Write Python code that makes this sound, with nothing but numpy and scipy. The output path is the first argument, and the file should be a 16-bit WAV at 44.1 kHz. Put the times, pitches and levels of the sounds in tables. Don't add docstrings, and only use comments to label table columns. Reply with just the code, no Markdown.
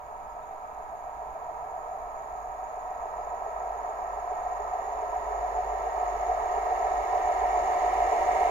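import sys
import numpy as np
from scipy import signal
from scipy.fft import rfft, irfft
from scipy.io import wavfile
from scipy.ndimage import uniform_filter1d, map_coordinates

SR = 44100
rng = np.random.default_rng(int(sys.argv[2]) if len(sys.argv) > 2 else 0)


def waveform_to_disk(signal):
    frames = np.transpose(np.atleast_2d(signal))
    scaled = np.clip(frames, -1, 1) * 32767
    samples = np.round(scaled).astype(np.int16)
    wavfile.write(sys.argv[1], SR, samples)


N = 374850
TIME = np.arange(N) / SR
FRAME, OVERLAP = 4096, 3072


# centre in Hz, nominal width in Hz, base level in dB per Hz,
# dB gained per dB of approach, left over right in dB, left lead in radians, left-right likeness 0-1.
RAIL_BANDS = [(260, 147, -78, 2.5, 0, -1.6, 1), (390.6, 88, -62.5, 1.73, -3.5, 0, 0.91),
              (438, 82, -61, 1.5, -10.5, 1.0, 1.0), (475, 31, -64.5, 0.9, 10.5, 0.5, 0.95),
              (590.7, 89, -57, 1.2, 6, 1.13, 0.4), (658.8, 84, -51.5, 0.86, 0.5, 0.5, 1),
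              (722, 53.4, -46.5, 1.0, 0, 0.6, 0.97), (768, 45, -50.5, 0.9, -4.5, 0.4, 0.95),
              (868, 140, -57, 0.7, -2.5, 1.63, 1), (972, 200, -59, 0.66, -7, 0.84, 0.95),
              (1098, 86, -67.5, 0.7, -15.5, -3.5, 0.8), (1190, 32, -65, 0.9, -9.5, 4, 0.2),
              (1256.5, 99, -60, 0.63, -4.5, -2.5, 0.95), (1309.3, 69, -62.5, 0.61, 6, -3, 0.34),
              (1635, 304, -72.5, 0.8, -1.7, 3, 0.35), (1850, 275, -68, 1.48, -7, -0.74, 0.49),
              (2182, 510, -72, 2.5, -0.5, -1.2, 0.4), (2330, 500, -82.5, 0.56, -2.5, 0.7, 0.08),
              (2834, 510, -83.5, 2, 0, -1.6, 0.7), (3490, 1700, -91.5, 1.9, -1.5, -2.5, 0.28),
              (4610, 2500, -99.5, 1.57, -17, 0.5, 0.4), (5510, 130, -88.5, 1.7, -9, 2.9, 0.6),
              (5634, 220, -87.5, 1.5, -10, 2, 0.55), (6410, 500, -90.5, 2, -3.5, 0.1, 0.6),
              (6748, 350, -83.5, 0.9, 12, 1.3, 0.56), (7400, 4500, -106.1, 3, 21, -3, 0.09),
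              (9300, 390, -105, 1.5, 9, -3.5, 0.3), (9500, 1900, -103.3, 0.9, 9, -2.5, 0.19),
              (12440, 2800, -102.8, 0.8, -6, -3.5, 0.2), (12500, 900, -106, 0.5, -6, -3, 0.2),
              (14084, 720, -108.9, 1.5, -7, -4, 0.27)]

def rails(turns, swell_db, trim_db=-.5):
    hz, t, first = contact(turns)
    _, _, second = contact(turns)
    centre, width, db, growth, balance_db, lead, same = np.transpose(RAIL_BANDS)
    shape = (1 + (2 * (hz - centre) / width) ** 2) ** -2.5
    follow = 1 / (1 + (centre / 1300) ** 2)
    band_swell_db = np.outer(follow, np.interp(t, TIME, swell_db))
    power = from_db(db[:, None] + trim_db + np.outer(growth, approach(t)) + band_swell_db) ** 2
    left = (shape * from_db(balance_db)) @ power
    right = (shape / from_db(balance_db)) @ power
    likeness = (shape * same * np.exp(1j * lead)) @ power / np.sqrt(left * right)
    return sound(np.sqrt([left, right]) * pair(first, second, likeness) * sleeper_ripple(hz))


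# frequency in Hz, the treads' share of the power 0-1.
TREAD_SHARE = [(100, 0.3), (430, 0.93), (720, 0.77), (950, 0.55), (1250, 0.34), (1900, 0.13), (7000, 0)]

def contact(turns):
    hz, t, wheel = spectra(treads(turns))
    _, _, rail = spectra(rng.standard_normal(N))
    share = by_hz(TREAD_SHARE, hz)
    return hz, t, np.sqrt(share) * wheel + np.sqrt(1 - share) * rail


def treads(turns, memory=.847, points=6400):
    fresh = rng.standard_normal((int(turns[-1]) + 2, points))
    start = memory * rng.standard_normal((1, points))
    profile, _ = signal.lfilter([np.sqrt(1 - memory ** 2)], [1, -memory], fresh, axis=0, zi=start)
    return map_coordinates(profile.ravel(), [turns * points], order=3)


def sleeper_ripple(hz, depth_db=2.1, bins=5):
    pattern = uniform_filter1d(rng.standard_normal(hz.shape), bins, axis=0) * np.sqrt(bins)
    return from_db(depth_db * pattern * hz / (hz + 900))


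def approach(t, db_per_s=2.08, near_s=7.97):
    return db_per_s * (t - near_s)


# middle in seconds, half length in seconds, level change in dB.
STRETCHES = [(2.45, 0.37, -1.8), (3.45, 0.59, 1.3), (5.85, 0.21, -0.8)]

def rail_swells():
    return sum(db * hump(middle_s, half_s) for middle_s, half_s, db in STRETCHES)


# waves per turn (rounded when played), base level in dB,
# dB gained per dB of approach, left lead in radians.
TREAD_WAVES = [(61, -49.5, 0.96, .6), (85.8, -46.5, 0.5, 0.66), (94.3, -42, 1.8, .5),
               (103.06, -30, 2.5, 0.42), (109.9, -39.5, 1.8, 0.78), (124, -46, 1.1, 1),
               (167.8, -53.5, 0.5, 2.45)]

def tread_whine(turns):
    near_db, out = approach(TIME), np.zeros((2, N))
    for waves, db, growth, lead in TREAD_WAVES:
        phase = 2 * np.pi * round(waves) * turns + 0.33 * wander(rate_hz=0.93)
        level_db = db + growth * near_db + 0.81 * wander(rate_hz=1.9)
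        out += np.sqrt(2) * from_db(level_db) * np.sin([phase + lead, phase])
    return out


FLAT_SPOTS = [(1.0104, .78), (1.0035, .5), (1.0035, .62), (.9985, .1)]
# pitch in Hz, half length in seconds, base level in dB,
# dB gained per dB of approach, left over right in dB, left lead in radians.
FLAT_SPOT_RINGS = [(427.4, 0.0078, -34.5, 1.36, -7, 1.05), (741, 0.006, -24, 1.15, -2, .6),
                   (703, 0.0058, -27, 1.0, -0.5, 0.65), (983, 0.0045, -36, 0.5, -4.5, 1.2)]

def knocks(turns, speed, swell_db, uneven_db=1.2):
    near_db, out = approach(TIME), np.zeros((2, N))
    for (factor, place), (hz, half_s, db, growth, balance_db, lead) in zip(FLAT_SPOTS, FLAT_SPOT_RINGS):
        own_turns = turns * factor - place
        blow = np.round(own_turns).astype(int)
        since = (own_turns - blow) / speed
        strength, drift = rng.standard_normal((blow[-1] + 3, 2))[blow + 1].T
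        level_db = db + growth * near_db + swell_db + uneven_db * strength
        ring = from_db(level_db) * np.exp(-(since / half_s) ** 2)
        phase = 2 * np.pi * (hz * since + rng.random()) + 0.35 * drift
        sides = from_db([[balance_db / 2], [-balance_db / 2]])
        out += np.sqrt(2) * ring * np.sin([phase + lead, phase]) * sides
    return out


def drone(turns, cycles_per_turn=7, base_db=-48.5, growth=.77, throb_db=1, waver_db=2):
    phase = 2 * np.pi * cycles_per_turn * turns + .3 * wander(rate_hz=3.0)
    bloom_db = 7 * hump(middle_s=5.85, half_s=.73)
    unsteady_db = throb_db * np.sin(2 * np.pi * turns) + waver_db * wander(rate_hz=4.4)
    level_db = base_db + growth * approach(TIME) + bloom_db + unsteady_db
    return np.sqrt(2) * from_db(level_db) * np.sin(phase) * from_db([[-.45], [.45]])


# frequency in Hz, level in dB per Hz.
RUMBLE = [(10, -79), (30, -70.5), (45, -64.5), (60, -65.5), (78, -72), (92, -87), (125, -95.5),
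          (170, -89.5), (300, -110)]

def ground_rumble(growth=1.45):
    hz, t, noise = spectra(rng.standard_normal((2, N)))
    return sound(pair(*noise, same=.95) * from_db(by_hz(RUMBLE, hz) + growth * approach(t)))


# start in seconds, length in seconds, first pitch in Hz, last pitch in Hz, top level in dB.
BIRD_CHIRPS = [(.28, .065, 4750, 5150, -81), (.41, .05, 3550, 3950, -78), (.495, .05, 3550, 3950, -80),
               (3.19, .06, 4700, 5300, -76)]
FAR_HUMS = [(.7, 1.5, 112.8, 151, -68), (1.7, 1.09, 114, 134.3, -72)]

def glides(rows):
    out = np.zeros(N)
    for start_s, length_s, start_hz, end_hz, db in rows:
        progress = np.clip((TIME - start_s) / length_s, 0, 1)
        phase = 2 * np.pi * np.cumsum(start_hz + (end_hz - start_hz) * progress) / SR
        out += np.sqrt(2) * from_db(db) * np.sin(np.pi * progress) * np.sin(phase)
    return out


# frequency in Hz, level in dB per Hz.
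AIR = [(5, -71.5), (14, -70), (30, -76), (58, -76.5), (80, -85), (100, -87), (170, -89), (300, -88.5),
       (1400, -90), (3000, -107), (6000, -113), (10000, -116), (12500, -110), (15400, -117)]
# frequency in Hz, left-right likeness 0-1.
AIR_LIKENESS = [(60, 0.53), (120, 0.6), (300, 0.8), (1000, 0.19)]

def air():
    hz, _, noise = spectra(rng.standard_normal((2, N)))
    return sound(pair(*noise, same=by_hz(AIR_LIKENESS, hz)) * from_db(by_hz(AIR, hz)))


def from_db(db):
    return 10 ** (np.asarray(db) / 20)


def by_hz(rows, hz):
    row_hz, value = np.transpose(rows)
    return np.interp(np.log(hz + 1), np.log(row_hz), value)


def spectra(x):
    hz, t, z = signal.stft(x, SR, nperseg=FRAME, noverlap=OVERLAP)
    return hz[:, None], t, z


def sound(z):
    _, samples = signal.istft(z, SR, nperseg=FRAME, noverlap=OVERLAP)
    return np.sqrt(SR / 2) * samples[..., :N]


def pair(a, b, same):
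    apart = np.sqrt(np.maximum(1 - abs(same) ** 2, 0))
    return np.array([a, np.conj(same) * a + apart * b])


def wander(rate_hz):
    lowpass = np.exp(-(np.fft.rfftfreq(N, 1 / SR) / rate_hz) ** 2)
    slow = irfft(rfft(rng.standard_normal(N)) * lowpass, N)
    return slow / slow.std()


def hump(middle_s, half_s):
    return np.exp(-((TIME - middle_s) / half_s) ** 2)


# time in seconds, wheel speed in turns per second.
WHEEL_SPEED = [(0, 7.06), (3.5, 7.035), (8.5, 7.0)]

def scene():
    speed = np.interp(TIME, *np.transpose(WHEEL_SPEED))
    turns = np.cumsum(speed) / SR
    swell_db = rail_swells()
    rolling = rails(turns, swell_db) + knocks(turns, speed, swell_db) + tread_whine(turns)
    train = rolling + drone(turns) + ground_rumble()
    return train + glides(BIRD_CHIRPS) + glides(FAR_HUMS) + air()


def record(dry, cutoff_hz=15720):
    lowpass = signal.firwin(1023, cutoff_hz, window=("kaiser", 9), fs=SR)
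    return signal.oaconvolve(dry, lowpass[None], "same")


dry = scene()
out = record(dry)
waveform_to_disk(out)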